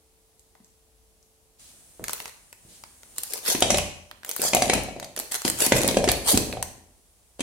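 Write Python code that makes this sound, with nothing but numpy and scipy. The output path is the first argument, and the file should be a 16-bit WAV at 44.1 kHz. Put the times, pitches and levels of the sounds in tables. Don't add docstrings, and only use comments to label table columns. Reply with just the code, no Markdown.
import sys
import numpy as np
from scipy import signal
from scipy.fft import rfft, irfft
from scipy.io import wavfile
from scipy.ndimage import uniform_filter1d

SR = 44100
rng = np.random.default_rng(int(sys.argv[2]) if len(sys.argv) > 2 else 0)


def wav_out(sig):
    wavfile.write(sys.argv[1], SR, np.round(np.clip(np.atleast_2d(sig).T, -1, 1) * 32767).astype(np.int16))


N = 327222
TIME = np.arange(N) / SR

# t/s, thud level/dB, thud f/Hz, crack level/dB, clack f/Hz
LANDINGS = [(3.549, -17.5, 320, -16, 2260), (3.6226, -9.5, 675, -4, 2795), (3.7037, -14, 690, -5.5, 5940),
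            (3.744, -16.5, 600, -10.5, 2650), (3.784, -31, 450, -12, 2780), (4.395, -27, 400, -27.5, 2440),
            (4.45, -23.5, 634, -39, 2400), (4.533, -15, 610, -8, 2590), (4.5475, -13, 680, -16.5, 3510),
            (4.567, -15, 720, -14, 3560), (4.621, -16, 696, -7.5, 5350), (4.697, -15.5, 470, -7.5, 2364),
            (4.7339, -13.5, 760, -10.5, 2415), (4.778, -22, 550, -22.5, 2490),
            (4.886, -26.5, 633, -33, 2310), (4.964, -29.5, 660, -43, 2400), (5.027, -31.5, 660, -26, 3330),
            (5.175, -29.5, 476, -21.5, 5900), (5.450, -17, 300, -12.5, 4880),
            (5.666, -21.5, 287, -18, 2350), (5.7208, -6, 528, -4, 1740), (5.806, -19, 330, -18, 2410),
            (5.845, -13, 540, -18, 2470), (5.886, -19, 400, -10.5, 2934), (5.944, -21, 420, -21, 2620),
            (5.9697, -6.5, 535, -11.5, 2800), (6.041, -12.5, 640, -14.5, 7660),
            (6.076, -14, 388, -14.5, 1650), (6.0875, -15.5, 640, -6.5, 3860),
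            (6.094, -26.5, 300, -13, 2116), (6.341, -12.5, 280, -24, 2470),
            (6.3734, -15.5, 430, -17.5, 2710), (6.536, -27.5, 624, -41, 1230), (6.571, -24, 720, -36, 1080),
            (7.394, -27.5, 516, -28.5, 3430), (7.405, -21.5, 282, -15, 3120)]
# f/Hz, level/dB
CRACK_TONE = [(200, -3), (900, 4.5), (1400, -2), (2600, 3), (4600, -1), (6800, 2), (10000, 3), (15500, -22)]


def cookie_landings():
    graze_s, topple_s, hop_s = .005, .014, .031
    blows = np.zeros((2, N))
    bite = 1 - np.exp(-TIME[:1500] / .0012)
    for s, thud_db, thud_hz, crack_db, clack_hz in LANDINGS:
        crumble = burst(decay_s=.0018, after_db=-13, after_s=.007, width=.8)
        lowpass = signal.butter(2, min(3.5 * clack_hz, .45 * SR), fs=SR)
        crack = signal.lfilter(*lowpass, coloured(bite * crumble, CRACK_TONE))
        clack = bite * facets(clack_hz, scatter=.2, t60=.024, count=6)
        topple_stretch, hop_stretch = .5 + rng.random(2)
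        add(blows, s, thud(thud_hz, thud_db, cycles=1.25))
        add(blows, s, thud(283, thud_db - 18, cycles=1.5))
        add(blows, s, at_level(crack, crack_db - 2.5))
        add(blows, s, at_level(clack, crack_db - 7.5))
        add(blows, s + topple_s * topple_stretch, at_level(crack[::-1], crack_db - 16.5))
        add(blows, s - graze_s, at_level(crack[:, 20:], crack_db - 19.5))
        add(blows, s + hop_s * hop_stretch, thud(thud_hz, thud_db - 15, cycles=1.25))
    return blows


def cookie_rattle():
    # t/s, length/s, level/dB
    rattles = [(3.665, .12, -39), (4.58, .2, -39), (5.73, .23, -37), (6.33, .03, -29), (6.4, .2, -46)]
    chatter_s, settle_s = .016, .14
    chatter, settling_power = np.zeros((2, 1, N))
    for s, thud_db, _, crack_db, _ in LANDINGS:
        add(chatter, s, gain_of(crack_db - 25) * np.exp(-TIME[:SR // 2] / chatter_s))
        add(settling_power, s, (gain_of(thud_db - 32) * np.exp(-TIME[:SR] / settle_s)) ** 2)
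    slips = grains(per_s=260, spread_db=3.5)
    rocking = bounces(per_s=150, low_hz=190, high_hz=540)
    scraping = evened(patchy(coloured(slips, CRACK_TONE), depth_db=9))
    rattling = strokes(rattles, taper=.48) * (rocking + scraping)
    return rattling + chatter * scraping + np.sqrt(settling_power) * rocking


def bounces(per_s, low_hz, high_hz, spots=8):
    patter = np.zeros(N)
    for hz in np.geomspace(low_hz, high_hz, spots):
        hits = grains(per_s / spots, spread_db=2.5).mean(0)
        patter += signal.oaconvolve(hits, thud(hz, 0, cycles=.86))[:N]
    return evened(patter)


def bowl(blows):
    # f/Hz, level/dB, t60/s
    modes = [(52, 5, .4), (85, 12, .65), (118, 10, .45), (153, 6, .45), (240, 2, .4), (291, 5, .45),
             (350, 2, .45), (425, 1, .35), (590, -3, .4), (710, 1, .5), (765, 0, .35), (2355, 3, .26),
             (2494, 4, .24), (2630, 4, .24), (2862, 2, .2), (3690, 3, .22)]
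    # f/Hz, level/dB
    blur_tone = [(50, -4.5), (140, 2), (290, 1), (420, 0), (760, 0.5), (1050, -16), (1450, -12.5),
                 (2400, -5), (3300, -12.5), (4700, -12), (6500, -10), (12000, -17.5)]
    # f/Hz, t60/s
    blur_decay = [(100, .42), (700, .27), (10000, .22)]
    cavity_hz, filling_db_per_s = 730, -2.2
    hollowness = gain_of(filling_db_per_s * np.maximum(TIME - LANDINGS[0][0], 0))
    cavity = hollowness * signal.lfilter(*signal.iirpeak(cavity_hz, 4.5, SR), blows + 1e-18)
    ringing = np.zeros((2, N))
    for hz, db, t60 in modes:
        resonance = signal.iirpeak(hz, hz * t60 * np.pi / np.log(1000), SR)
        share = 2 * np.interp(TIME * 25, np.arange(400), rng.uniform(-1, 1, 400))
        ringing += gain_of(db) * signal.lfilter(*resonance, blows * share)
    return blows + cavity + ringing + ring(blows + cavity / 2, blur_tone, blur_decay, ripple_db=8)


def bright_snaps():
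    # t/s, pop level/dB, pop f/Hz, hollow knock level/dB
    pops = [(2.041, -22, 7730, -22.5), (2.0829, -20.5, 8550, -22.5), (2.095, -26, 7400, -21),
            (2.108, -25, 8300, -47), (2.133, -14.5, 11800, -22.5), (2.202, -39, 4000, -22),
            (2.257, -34, 5830, -26.5), (2.279, -32, 7150, -36), (2.528, -34, 8600, -33.5),
            (2.838, -35.5, 5160, -32), (3.033, -39, 6100, -40), (3.183, -13.5, 8700, -32),
            (3.235, -15.5, 8930, -33), (3.3361, -14.5, 9030, -36), (3.606, -14, 8700, -36),
            (3.773, -14, 6800, -37.5), (3.7824, -13, 9400, -38.5), (4.113, -43.5, 3900, -29),
            (4.233, -48, 4000, -32.5), (4.248, -24.5, 10350, -28.5), (4.2924, -15, 10700, -45),
            (4.3135, -16.5, 8400, -27.5), (4.364, -14.5, 10800, -25.5), (4.418, -11, 10060, -28),
            (4.549, -3.5, 7870, -33), (4.738, -10.5, 7720, -24.5), (4.836, -26, 9200, -38),
            (4.999, -25, 7050, -30.5), (5.045, -25.5, 6200, -37), (5.164, -22.5, 8600, -28),
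            (5.191, -14.5, 9430, -35.5), (5.199, -16.5, 8700, -23.5), (5.32, -15.5, 9600, -37.5),
            (5.344, -16.5, 8700, -22.5), (5.358, -19.5, 9600, -27), (5.419, -23, 7200, -26.5),
            (5.479, -13.5, 9150, -19), (5.5, -10, 9000, -26), (5.605, -10, 7600, -38.5),
            (5.642, -16.5, 9000, -35), (5.664, -6, 9700, -34.5), (5.834, -16, 8800, -14.5),
            (5.878, -7.5, 10500, -30), (6.117, -7, 9840, -27), (6.375, -4.5, 7500, -18.5),
            (6.527, -31, 3400, -21.5), (6.627, -13.5, 8530, -20)]
    hollow_hz = 1267
    lead_s, fade_s = .002, .008
    snaps, snap_envelope = np.zeros((2, N)), np.zeros((1, N))
    for s, db, hz, hollow_db in pops:
        add(snaps, s, tick(hz, db - 5.5, spread=1.5))
        add(snaps, s, at_level(facets(hz, scatter=.15, t60=.016, count=4), db - 6.5))
        add(snaps, s, tick(hollow_hz, hollow_db - 3.5, spread=2.6))
        add(snaps, s, at_level(facets(hollow_hz, scatter=.4, t60=.012, count=6), hollow_db - 5))
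        add(snap_envelope, s - lead_s, gain_of(db - 20) * np.exp(-abs(TIME[:SR // 2] - lead_s) / fade_s))
    return snaps, snap_envelope


def foil_rustle(snap_envelope):
    # t/s, length/s, level/dB
    grips = [(2.04, 0.26, -47.5), (3.16, 0.15, -47), (3.3, 0.093, -38.5), (4.26, 0.17, -44.5),
             (5.165, 0.17, -52), (5.311, 0.057, -33), (5.447, 0.043, -29)]
    # f/Hz, level/dB
    foil_tone = [(100, -20.5), (450, 8), (1200, 2.5), (2300, -1.5), (4000, 2.5), (8800, 3.5), (11000, 2.5),
                 (16000, -14.5)]
    # f/Hz, level/dB
    slide_tone = [(100, -13), (450, 5.5), (1200, -2.5), (2300, -5), (4800, -1), (8800, 3), (11500, -1.5),
                  (15500, -12.5)]
    crackle = evened(patchy(coloured(grains(per_s=2500, spread_db=3.5), foil_tone), depth_db=8))
    small_pops = grains(per_s=290, spread_db=.5)
    creases = evened(signal.oaconvolve(small_pops, tick(9700, 0, spread=1.28), axes=1)[:, :N])
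    rubbing = patchy(coloured(grains(per_s=7500, spread_db=2.4), slide_tone), depth_db=9)
    stick_slip = gain_of(2 * evened(uniform_filter1d(rng.standard_normal(N), size=300)))
    held = crackle + gain_of(-4) * creases
    pushed = evened(stick_slip * rubbing) + gain_of(-8) * creases
    return strokes(grips, taper=.028) * held + snap_envelope * crackle + push_envelope() * pushed


def push_envelope():
    # t/s, length/s, level/dB
    pushes = [(3.472, 0.059, -22.5), (4.425, 0.065, -25), (5.607, 0.053, -21), (5.767, 0.021, -22.5),
              (6.289, 0.037, -16.5)]
    power = np.zeros(N)
    for s, length, db in pushes:
        surge = swell(s, length, rise_s=.015, fall_s=.0047)
        unfolding = gain_of(-15.5) * swell(s, length, rise_s=.015, fall_s=.052)
        power += gain_of(2 * db) * (surge ** 2 + unfolding ** 2)
    return np.sqrt(power)


def handling():
    # t/s, length/s, level/dB
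    scuffs = [(1.992, 0.067, -43.5), (2.635, 0.11, -62.5)]
    # t/s, length/s, level/dB
    swishes = [(1.57, 0.17, -56.5), (2.67, 0.13, -56)]
    # t/s, level/dB, f/Hz
    bumps = [(1.996, -31, 507), (2.65, -43, 149), (5.733, -21.5, 65), (6.091, -14, 75), (6.346, -12, 80)]
    drag = signal.lfilter(*signal.butter(2, 380, fs=SR), stereo_noise(N))
    swish = signal.lfilter(*signal.butter(2, [2800, 10000], "bandpass", fs=SR), stereo_noise(N))
    moves = strokes(scuffs, taper=.39) * evened(drag) + strokes(swishes, taper=.45) * evened(swish)
    for s, db, hz in bumps:
        add(moves, s, thud(hz, db, cycles=.54))
    return moves


def fork():
    # t/s, level/dB, centre f/Hz
    touches = [(.395, -46.5, 8100), (0.552, -45.5, 770), (0.602, -44, 212), (0.646, -46.5, 6900),
               (1.228, -52, 6060)]
    ticks = np.zeros((2, N))
    for s, db, hz in touches:
        add(ticks, s, tick(hz, db, spread=1.12))
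    return ticks


def kitchen_echo(send):
    # f/Hz, level/dB
    echo_tone = [(60, -5), (300, -12), (1000, -7), (3000, -5), (8000, -6.5)]
    # f/Hz, t60/s
    echo_decay = [(300, 0.6), (900, 0.65), (6000, 0.57), (14000, 0.41)]
    return ring(send, echo_tone, echo_decay, ripple_db=3)


def room_tone():
    # f/Hz, level/dB
    air_tone = [(20, -15.5), (52, 0.5), (120, -16.5), (350, -19.5), (700, -20.5), (1500, -29.5),
                (6000, -26.5), (10000, -23.5), (16000, -33.5)]
    # f/Hz, level/dB
    hiss_tone = [(100, 4), (1000, -7), (2500, -8), (5000, -7.5), (9200, 3.5), (12000, -8), (16000, -11)]
    # t/s, level/dB
    hiss_fader = [(1.585, -96), (1.595, -53), (1.9, -55), (2.58, -59), (2.75, -53), (3.0, -55.5),
                  (3.2, -50), (4.1, -66)]
    # f/Hz, level/dB
    hum_tones = [(441.4, -72.5)]
    air_db, hum_ends_s = -62, 1.59
    hiss = gain_of(np.interp(TIME, *np.transpose(hiss_fader))) * stereo_noise(N, hiss_tone)
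    hum = sum(gain_of(db) * evened(np.sin(2 * np.pi * (hz * TIME + rng.random()))) for hz, db in hum_tones)
    return gain_of(air_db) * stereo_noise(N, air_tone) + hiss + hum * (TIME < hum_ends_s)


def burst(decay_s, after_db, after_s, width, size=1500):
    t = TIME[:size]
    shape = np.exp(-t / decay_s) + gain_of(after_db) * np.exp(-t / after_s)
    return shape * (rng.standard_normal(size) + width * rng.standard_normal((2, size)))


def tick(hz, db, spread):
    band = np.clip([hz / spread, hz * spread], 30, .45 * SR)
    pop = burst(decay_s=.0006, after_db=-17, after_s=.005, width=1.2)
    return at_level(signal.lfilter(*signal.butter(1, band, "bandpass", fs=SR), pop), db)


def thud(hz, db, cycles):
    t = TIME[:3000]
    return at_level(-np.sin(2 * np.pi * hz * t) * np.exp(-hz * t / cycles), db)


def facets(hz, scatter, t60, count):
    t = TIME[:1500]
    pitch = np.minimum(hz * np.exp(scatter * rng.standard_normal((count, 1))), .45 * SR)
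    phase = rng.random((count, 1)) + rng.random((2, count, 1)) / 2
    return np.sin(2 * np.pi * (pitch * t + phase)).sum(1) * gain_of(-60 * t / t60)


def grains(per_s, spread_db):
    size = gain_of(spread_db * np.minimum(rng.exponential(1, N), 3.5)) * (rng.random(N) < per_s / SR)
    return size * rng.standard_normal((2, N))


def stereo_noise(size, spectrum=None):
    # f/Hz, left-right correlation
    likeness = [(130, 0.62), (650, 0.78), (1400, 0.01), (8000, 0.058)]
    hz = np.fft.rfftfreq(size, 1 / SR)
    left, unrelated = rfft(rng.standard_normal((2, size)))
    same = np.clip(read(likeness, hz), -1, 1)
    right = same * left + np.sqrt(1 - same ** 2) * unrelated
    colour = gain_of(read(spectrum, hz)) if spectrum else 1
    return evened(irfft(np.array([left, right]) * colour, size))


def ring(x, spectrum, t60s, ripple_db):
    hz, t, bands = signal.stft(stereo_noise(SR), SR, nperseg=512)
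    t60 = np.maximum(read(t60s, hz), .02)[:, None]
    crowding = evened(uniform_filter1d(rng.standard_normal(len(hz)), size=3))
    ripple = np.tanh(crowding) * hz / (hz + 2000)
    start_db = (read(spectrum, hz) + ripple_db * ripple)[:, None]
    equal_energy = np.sqrt(2 * np.log(1000) / (t60 * SR))
    tail = signal.istft(bands * gain_of(start_db - 60 * t / t60) * equal_energy, SR, nperseg=512)[1]
    tail *= 1 - np.exp(-TIME[:tail.shape[1]] / .00017)
    return signal.fftconvolve(x, tail, axes=1)[:, :N]


def patchy(x, depth_db):
    bands = signal.stft(x, nperseg=512, noverlap=384)[2]
    patches = uniform_filter1d(rng.standard_normal(bands.shape[1:]), size=5, axis=0)
    patches = uniform_filter1d(patches, size=12, axis=1)
    flicker = gain_of(depth_db * np.tanh(evened(patches)))
    return signal.istft(bands * flicker, nperseg=512, noverlap=384)[1][:, :N]


def coloured(x, spectrum, size=2048):
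    log_gain = np.log(gain_of(read(spectrum, abs(np.fft.fftfreq(size, 1 / SR)))))
    taps = np.fft.ifft(np.exp(np.conj(signal.hilbert(log_gain)))).real
    return signal.oaconvolve(x, taps[None, :size // 2], axes=1)[:, :x.shape[1]]


def strokes(rows, taper):
    power = np.zeros((1, N))
    for s, length, db in rows:
        add(power, s, gain_of(2 * db) * signal.windows.tukey(int(length * SR), taper) ** 2)
    return np.sqrt(power)


def swell(s, length, rise_s, fall_s):
    depth = np.maximum(s - TIME, 0) / rise_s + np.maximum(TIME - s - length, 0) / fall_s
    return np.exp(-np.minimum(depth, 20))


def gain_of(db):
    return 10 ** (np.asarray(db) / 20)


def evened(x):
    return x / np.sqrt(np.mean(x ** 2) + 1e-20)


def at_level(x, db):
    return gain_of(db) * evened(x) * np.sqrt(SR / 1000 / x.shape[-1])


def read(points, hz):
    f, value = np.transpose(points)
    return np.interp(np.log(hz + 1), np.log(f + 1), value)


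def add(mix, s, sound):
    part = mix[:, max(round(s * SR), 0):][:, :sound.shape[-1]]
    part += sound[..., :part.shape[1]]


def scene():
    cookies = bowl(cookie_landings() + cookie_rattle())
    snaps, snap_envelope = bright_snaps()
    rustle = foil_rustle(snap_envelope)
    hands = handling() + fork()
    send = gain_of(2) * cookies + gain_of(-.5) * snaps + gain_of(1.5) * rustle + gain_of(5) * hands
    left, right = cookies + hands
    left = np.concatenate([np.zeros(2), left])[:N]
    return np.array([left, right]) + snaps + rustle + kitchen_echo(send) + room_tone()


def record(dry):
    low_cut_hz, high_cut_hz, ceiling = 36, 16000, .85
    thinned = signal.sosfilt(signal.butter(3, low_cut_hz, "highpass", fs=SR, output="sos"), dry)
    rounded = thinned / (1 + (thinned / ceiling) ** 4) ** (1 / 4)
    high_cut = signal.firwin(255, high_cut_hz, window=("kaiser", 9), fs=SR)
    return signal.oaconvolve(rounded, high_cut[None], "same")


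dry = scene()
out = record(dry)
wav_out(out)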